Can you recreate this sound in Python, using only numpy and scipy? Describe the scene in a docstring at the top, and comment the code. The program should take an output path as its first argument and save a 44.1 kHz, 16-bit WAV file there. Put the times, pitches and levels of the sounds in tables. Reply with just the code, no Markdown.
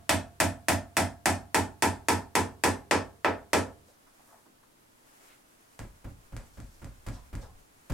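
"""A bare room, where a man drives a nail into wooden window trim with a steady run of hammer blows.
The nail's note climbs as it sinks, the hollow wall booms, and the last blows land on the wood itself.
He shifts his grip, bends down with a rustle of his jacket and softly taps the lower trim into place;
the loose board clacks back. Each knock is a short burst of noise plus the room's echo, shaped by the
tones the wood favours. A faint hush lies under it all."""
import sys
import numpy as np
from scipy import signal
from scipy.fft import rfft, irfft
from scipy.io import wavfile
from scipy.ndimage import uniform_filter1d

SR = 44100
rng = np.random.default_rng(int(sys.argv[2]) if len(sys.argv) > 2 else 0)


def generate_wav(signal):
    """Clip the signal to [-1, 1] and save it as 16-bit WAV at the path in sys.argv[1]."""
    frames = np.transpose(np.atleast_2d(signal))
    scaled = np.clip(frames, -1, 1) * 32767
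    pcm = np.round(scaled).astype(np.int16)
    wavfile.write(sys.argv[1], SR, pcm)


N = 349713
SIZE = 24576  # samples in one knock and its echo
HZ, AGE = np.fft.rfftfreq(SIZE, 1 / SR), np.arange(SIZE) / SR  # its frequencies, its time in seconds

# How long the room echoes. Each row: frequency in Hz, base time in seconds to fade by 60 dB.
ROOM_FADE = [(60, 0.71), (200, 0.38), (500, 0.3), (1000, 0.37), (2000, 0.28), (5000, 0.26), (9000, 0.26),
             (16000, 0.16)]
# Tones the lower trim favours. Each row: frequency in Hz, width in octaves, boost in dB.
LOWER_BOARD = [(550, 0.063, 7), (1394, 0.04, 4.5), (1650, 0.018, 7), (2350, 0.03, 2.5), (4800, 0.04, 4)]


def hammer(steel_hz=16500, change_hz=7000, push_db=-3.5):
    """Blows shake nail, board and wall; the harder the contact, the more the wall booms."""
    # Each row: start in seconds, force in dB, treble limit in Hz (high on steel, low on wood).
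    blows = [(-0.2, -7.5, 16000), (0.0932, -5, 16500), (0.4015, -5, 18200), (0.684, -5, 17400),
             (0.9683, -5, 16200), (1.2574, -5, 14000), (1.5452, -5.5, 13100), (1.823, -5.5, 13000),
             (2.0849, -5.5, 13000), (2.3528, -6, 13100), (2.6373, -5, 11700), (2.911, -5, 6570),
             (3.2462, -6, 2930), (3.5322, -5.5, 9300)]
    # The tone of a blow on the trim. Each row: frequency in Hz, level in dB.
    trim_tone = [(30, -8.5), (55, 18), (78, 28), (140, 22.5), (270, 32.5), (450, 30), (850, 25),
                 (1200, 17.5), (1850, 20.5), (2600, 13), (3900, 7.5), (5500, 13), (8500, 13.5),
                 (12000, 6.5), (16000, 0)]
    # Tones the nailed board favours. Each row: frequency in Hz, width in octaves, gain in dB.
    board = [(471, 0.026, 2.5), (534, 0.11, 0), (642, 0.068, 2.5), (890, 0.1, 1.5), (1050, 0.03, -0.5),
             (1307, 0.02, 6), (1730, 0.035, 2), (2470, 0.068, 3), (3490, 0.025, 2), (6550, 0.16, -3)]
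    trim_db = read(trim_tone, HZ) + resonances(board)
    # the hammer never lands twice on quite the same spot, which changes the treble most
    fresh_share = np.clip(0.082 + 1.4 * HZ / (HZ + change_hz), .01, .99)
    boom, out = wall_boom(), np.zeros((2, N))
    steady = coloured(impact(), trim_db + 10 * np.log10(1 - fresh_share)) + woodwork_ring()
    push = coloured(board_push(), trim_db + push_db)
    for s, force_db, top_hz in blows:
        fresh = coloured(impact(), trim_db + 10 * np.log10(fresh_share))
        softness = np.log2(steel_hz / top_hz)
        boom_db = -0.93 - 3 * softness
        wall_db = 0.87 * boom_db * bell(HZ, 180, 1.0)
        # a softer contact puts its force into the middle tones
        contact_db = np.maximum(soft_contact(top_hz), -19) + 0.32 * softness * bell(HZ, 1116, 1.2)
        blow = coloured(steady + fresh + push, nail_colour(s) + wall_db + contact_db)
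        add(out, s, amp(force_db) * (blow + amp(boom_db) * boom))
    return leaning(out)


def impact(click_db=-9, crack_db=-8):
    """The click of steel on the nail, the crack of the wood round it, then the room."""
    click = amp(click_db) * crack(decay_s=0.0004, low_hz=2310)
    wood = amp(crack_db) * crack(decay_s=0.0037, low_hz=420)
    return click + wood + room()


def nail_colour(s, free_hz=677, sunk_hz=1254, ping_hz=3450, ping_life_s=0.17):
    """The nail's note climbs and weakens as it sinks: dB over HZ for a blow at time s."""
    # The nail holds, then sinks. Each row: time in seconds, depth from 0 (free) to 1 (fully in).
    sinking = [(0.7, 0), (1.25, 0.13), (1.55, 0.42), (2.35, 0.57), (3.2, 1)]
    depth = np.interp(s, *np.transpose(sinking))
    note_hz = free_hz * (sunk_hz / free_hz) ** depth
    # the nail passes its own note and absorbs the band below it
    note = 1.3 * bell(HZ, note_hz, 0.13) - 1.35 * bell(HZ, 0.618 * note_hz, 0.13)
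    # the loose nail pings until the wood grips it
    ping_db = 8 * np.exp(-max(s, 0) / ping_life_s) * bell(HZ, ping_hz, 0.28)
    # the deeper the nail, the more the wood knocks and snaps
    knock_db = np.interp(depth, [0, 1], [-6, 1.5]) * bell(HZ, 520, 0.69)
    snap_db = np.interp(depth, [0, 1], [0.87, 1.6]) * bell(HZ, 3500, 0.91)
    return np.interp(depth, [0, 1], [6, 2]) * note + ping_db + knock_db + snap_db


def board_push(delay_s=.0013):
    """Just after the steel clicks, the whole board gives way in one push."""
    pulse = coloured(-signal.unit_impulse(SIZE, round(delay_s * SR)), soft_contact(3200))
    return signal.lfilter(*signal.butter(2, 560, "high", fs=SR), pulse)


def woodwork_ring(rise_cycles=2.7, apart_radians=0.34, life=0.92):
    """Trim, window and wall ring with tones that build up, slightly out of step left and right."""
    # Each row: frequency in Hz, level in dB, base time in seconds to fade by 60 dB.
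    tones = [(178, -32, .4), (207, -31, .35), (231, -29, .45), (283, -24, .33), (298, -26, .3),
             (326, -27, .3), (374, -28, .3), (451, -27, .33), (520, -28, .3), (543, -27, .35),
             (630, -26, .35), (661, -28, .35), (694, -29, .5), (768, -28, .3), (811, -26, .35),
             (850, -28, .3), (879, -26, .3), (939, -28, .3), (1005, -25, .3), (1345, -29, .25),
             (1673, -26, .23), (1728, -30, .22), (1936, -27, .22), (2213, -31, .18), (2342, -32, .2),
             (2546, -32, .2), (3020, -35, .16), (3440, -34, .12), (3494, -37, .22)]
    hz, db, fade_s = np.transpose(tones)[:, :, None]
    phase = 2 * np.pi * rng.random((len(tones), 1))
    skew = apart_radians * rng.choice([-.5, .5], (len(tones), 1))
    level = amp(db - 60 * AGE / (life * fade_s)) * (1 - np.exp(-AGE * hz / rise_cycles))
    angle = 2 * np.pi * hz * AGE + phase
    return np.array([(level * np.sin(angle + side * skew)).sum(0) for side in (-1, 1)])


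def wall_boom(hz=94, db=-22.5, peak_s=0.069, swell=7.5, linger_db=-9):
    """The hollow wall swells into a low note that lingers in the room, louder on the right."""
    progress = AGE / peak_s
    linger = np.minimum(progress, 1) ** 2 * amp(-60 * (AGE - peak_s) / read(ROOM_FADE, hz))
    level = (progress * np.exp(1 - progress)) ** swell + amp(linger_db) * linger
    return amp(db) * level * np.sin(2 * np.pi * hz * AGE) * amp([[-2.8], [-.8]])


def taps(direct_db=-9, rumble_db=6, rumble_top_hz=76):
    """Soft knocks on the lower trim shake the wall; the board hums and the floor rumbles on."""
    # Each row: start in seconds, force in dB, extra deep thud in dB.
    knocks = [(5.792, -3, 2), (6.044, -3.5, 3), (6.322, -6.5, 9.5), (6.572, -6.5, 7.5), (6.818, -5.5, 7),
              (7.064, 0.5, 4.5), (7.329, -2, 8), (7.899, 4.5, 7.5)]
    # The tone of a tap. Each row: frequency in Hz, level in dB.
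    tap_tone = [(25, 10), (45, 20), (110, 8), (170, 9), (280, 10), (400, -3), (900, -5.5), (1800, -12),
                (4000, -19.5), (16000, -1.5)]
    out, fade = np.zeros((2, N)), signal.windows.tukey(SIZE, .05)
    tap_db = read(tap_tone, HZ) + resonances(LOWER_BOARD)
    boom = wall_boom(hz=110.8, db=-37.5, peak_s=0.036, swell=3.6, linger_db=-19)
    for s, db, thud_db in knocks:
        add(out, s, amp(db + thud_db / 2) * boom)
        top_hz = 3050 * 2 ** (db / 23)  # a firmer tap is brighter
        knock = room(life=0.59) + amp(direct_db) * crack(decay_s=0.0038, low_hz=292)
        add(out, s, coloured(knock, db + tap_db + soft_contact(top_hz) + thud_db * bell(HZ, 42, 1.4)))
        rumble = coloured(room(life=2.0), db + thud_db + rumble_db + soft_contact(rumble_top_hz))
        add(out, s, fade * rumble)
    return out


def clacks():
    """The loose board clacks against the frame, wood on wood."""
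    # Each row: start in seconds, level in dB.
    hits = [(5.7919, -6), (6.366, -7), (6.602, -15), (6.8449, -11.5), (7.0665, -9), (7.0864, -8),
            (7.3524, -9), (7.898, -13), (7.9225, -8)]
    # The tone of a clack. Each row: frequency in Hz, level in dB.
    clack_tone = [(100, -9), (550, 0.5), (1000, -1.5), (1500, -5.5), (2000, -4), (3000, -13.5),
                  (5000, -15.5), (8000, -12), (12000, -23.5), (16000, -31)]
    out = np.zeros((2, N))
    for s, db in hits:
        click = 0.83 * crack(decay_s=0.00076, low_hz=590) + 0.87 * room()
        add(out, s, coloured(click, db + read(clack_tone, HZ) + resonances(LOWER_BOARD)))
    return out


def handle_bumps():
    """Hand and handle knock dully as he shifts his grip and lowers the hammer."""
    # Each row: start in seconds, level in dB, centre frequency in Hz.
    knocks = [(3.885, -14, 516), (4.066, -21, 1100), (4.195, -17.5, 800), (4.326, -11.5, 726),
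              (4.457, -18.5, 883), (4.462, -10, 253), (4.63, -22, 1096)]
    out = np.zeros((2, N))
    for s, db, hz in knocks:
        knock = room(life=0.35) + .5 * crack(decay_s=0.0029, low_hz=198)
        add(out, s, coloured(knock, db + 20 * np.log10(bell(HZ, hz, 0.5) + 0.017)))
    return out


def scuffs(grain_db=4.0, octaves=0.72):
    """Sleeve and wood rub in brief grainy swells, heard through the room's echo."""
    # Each row: rough time of the peak in seconds, level in dB, half length in seconds, centre in Hz.
    rubs = [(3.899, -70, 0.032, 5500), (4.319, -61, 0.04, 895), (4.325, -68, 0.079, 8000),
            (5.31, -60, 0.017, 1950), (6.66, -68.5, 0.16, 5730), (7.169, -50.5, 0.01, 720),
            (7.153, -54, 0.014, 4430), (7.429, -52, 0.0052, 4660), (7.434, -47.5, 0.0082, 610)]
    out, middle = np.zeros((2, N)), AGE[SIZE // 2]
    for s, db, half_s, hz in rubs:
        grains = rng.standard_normal(SIZE) * amp(grain_db * rng.exponential(1, SIZE))
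        rub = coloured(grains, 20 * np.log10(bell(HZ, hz, octaves) + .01))
        swell = amp(db) * np.exp(-.5 * ((AGE - middle) / half_s) ** 2)
        add(out, s - middle - .015, signal.fftconvolve(swell * rub / rub.std(), room(), axes=1))
    return out


def jacket(folds_db=2.0):
    """Heavy cloth slides over itself as he stoops, catching fold by fold."""
    # How loud the rubbing is. Each row: time in seconds, level in dB.
    stoop = [(3.7, -76.5), (4.2, -70), (4.6, -82), (4.9, -74.5), (5.15, -64.5), (5.32, -61.5), (5.42, -70),
             (7.9, -68)]
    # The tone of the cloth. Each row: frequency in Hz, relative level in dB.
    cloth_tone = [(100, -23), (300, -10), (1100, -10), (2200, -13), (3800, -19.5), (7000, -15),
                  (10000, -16.5), (16000, -24)]
    t = np.arange(N) / SR
    fold_times = np.linspace(0, t[-1], num=240)
    folds = np.interp(t, fold_times, rng.standard_normal(len(fold_times)))
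    return hiss(cloth_tone) * amp(np.interp(t, *np.transpose(stoop)) + folds_db * folds)


def room(life=0.84):
    """Echoes off the bare walls build up and die away band by band; life scales how long they last."""
    # Each row: frequency in Hz, seconds the echo takes to build up.
    build_up = [(60, 0.0034), (180, 0.009), (400, 0.014), (1000, 0.005), (8000, 0.00083)]
    hz, t, noise = signal.stft(rng.standard_normal((2, SIZE)), SR, nperseg=256)
    rise = (1 - np.exp(-t / read(build_up, hz)[:, None])) ** 2
    fall = amp(-60 * t / (life * read(ROOM_FADE, hz)[:, None]))
    tails = signal.istft(noise * rise * fall, SR, nperseg=256)[1][:, :SIZE]
    return spread(*[levelled(tail, span_hz=37.06) for tail in tails])


def air(db=-65.5):
    """The steady hush of the still room."""
    # Each row: frequency in Hz, relative level in dB.
    air_tone = [(25, 6), (50, -1.5), (110, 3), (180, 1), (280, 5.5), (400, -1.5), (700, -3.5), (1500, -8),
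                (2400, -11.5), (6000, -13.5), (11000, -12.5), (16000, -20)]
    return amp(db) * hiss(air_tone)


def crack(decay_s, low_hz):
    """The sound straight from a knock: a very short burst of noise with little bass."""
    bursts = rng.standard_normal((2, SIZE)) * np.exp(-AGE / decay_s)
    direct = spread(*[levelled(burst, span_hz=524) for burst in bursts])
    return signal.lfilter(*signal.butter(2, low_hz, "high", fs=SR), direct)


def hiss(tone):
    """Wide stereo noise with the given tone; its middle signal has level 1."""
    # Stereo width. Each row: frequency in Hz, side level over middle level in dB.
    width = [(60, -19), (300, -1), (1000, 5), (4000, -0.5), (15000, -2.5)]
    hz = np.fft.rfftfreq(N, 1 / SR)
    spectra = rfft(rng.standard_normal((2, N))) * amp(read(tone, hz))
    mid, side = irfft(spectra[0], N), irfft(spectra[1] * amp(read(width, hz)), N)
    return np.array([mid + side, mid - side]) / mid.std()


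def spread(mid, side):
    """Makes stereo: bass arrives alike on the left and right, treble less so."""
    # Each row: frequency in Hz, side level over middle level in dB.
    width = [(60, -12), (200, -10), (400, -6), (1300, -7), (2400, -6), (4400, -4), (15000, -2)]
    side = coloured(side, read(width, HZ))[0]
    return np.array([mid + side, mid - side])


def leaning(x):
    """Bass leans to the right, the upper middle tones to the left."""
    # Each row: frequency in Hz, left level over right level in dB.
    balance = [(94, -1), (170, -2), (280, -2.5), (700, -0.5), (2500, 1.5), (5500, -1), (15000, 1)]
    db = read(balance, np.fft.rfftfreq(N, 1 / SR))
    return irfft(rfft(x) * amp([db / 2, -db / 2]), N)


def soft_contact(top_hz):
    """A longer contact takes away the treble: dB over HZ."""
    return -10 * np.log10(1 + (HZ / top_hz) ** 4)


def resonances(table):
    """The tones a board favours, added up: dB over HZ."""
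    return sum(db * bell(HZ, hz, octaves) for hz, octaves, db in table)


def bell(hz, centre_hz, octaves):
    """A bell-shaped curve of height 1 around a frequency."""
    return np.exp(-.5 * (np.log2((hz + 1) / centre_hz) / octaves) ** 2)


def coloured(x, db):
    """Filters a sound of SIZE samples by a gain in dB for each frequency in HZ."""
    cepstrum = irfft(np.log(amp(np.maximum(db, -100))))
    # folding this onto its first half makes the filter ring after a hit, not before
    cepstrum[1:SIZE // 2] *= 2
    cepstrum[SIZE // 2 + 1:] = 0
    return irfft(rfft(np.atleast_2d(x)) * np.exp(rfft(cepstrum)))


def levelled(x, span_hz):
    """Makes a noisy burst about equally strong at all frequencies."""
    power = uniform_filter1d(abs(rfft(x)) ** 2, max(int(span_hz / HZ[1]), 1))
    return coloured(x, -10 * np.log10(abs(power) + 1e-12))[0]


def read(points, hz):
    """Looks up hz in a table, joining its rows by straight lines on an octave scale."""
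    row_hz, value = np.transpose(points)
    return np.interp(np.log(hz + 1), np.log(row_hz + 1), value)


def amp(db):
    """Decibels to gain."""
    return 10 ** (np.asarray(db) / 20)


def add(mix, s, sound):
    """Lays a stereo sound into the mix at s seconds."""
    start = round(s * SR)
    sound = sound[:, max(-start, 0):]
    part = mix[:, max(start, 0):][:, :sound.shape[1]]
    part += sound[:, :part.shape[1]]


def scene():
    """All the work at the window, over the still room."""
    return hammer() + taps() + clacks() + handle_bumps() + scuffs() + jacket() + air()


def record(dry, limit_db=-24, squeeze=0.096, attack_s=0.00089, recover_db_per_s=230, top_hz=16200):
    """Turns loud knocks down a little just after their first crack, then cuts the highest treble."""
    power_db = 10 * np.log10(abs(uniform_filter1d((dry ** 2).mean(0), size=120)) + 1e-12)
    fall_db = np.arange(N) * recover_db_per_s / SR
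    held_db = np.maximum.accumulate(power_db + fall_db) - fall_db
    over_db = np.maximum(held_db - limit_db, 0)
    lag = np.exp(-1 / (attack_s * SR))
    limited = dry / amp(squeeze * signal.lfilter([1 - lag], [1, -lag], over_db))
    treble_cut = signal.firwin(255, top_hz, window=("kaiser", 9), fs=SR)
    return signal.oaconvolve(limited, treble_cut[None], "same")


dry = scene()
out = record(dry)
generate_wav(out)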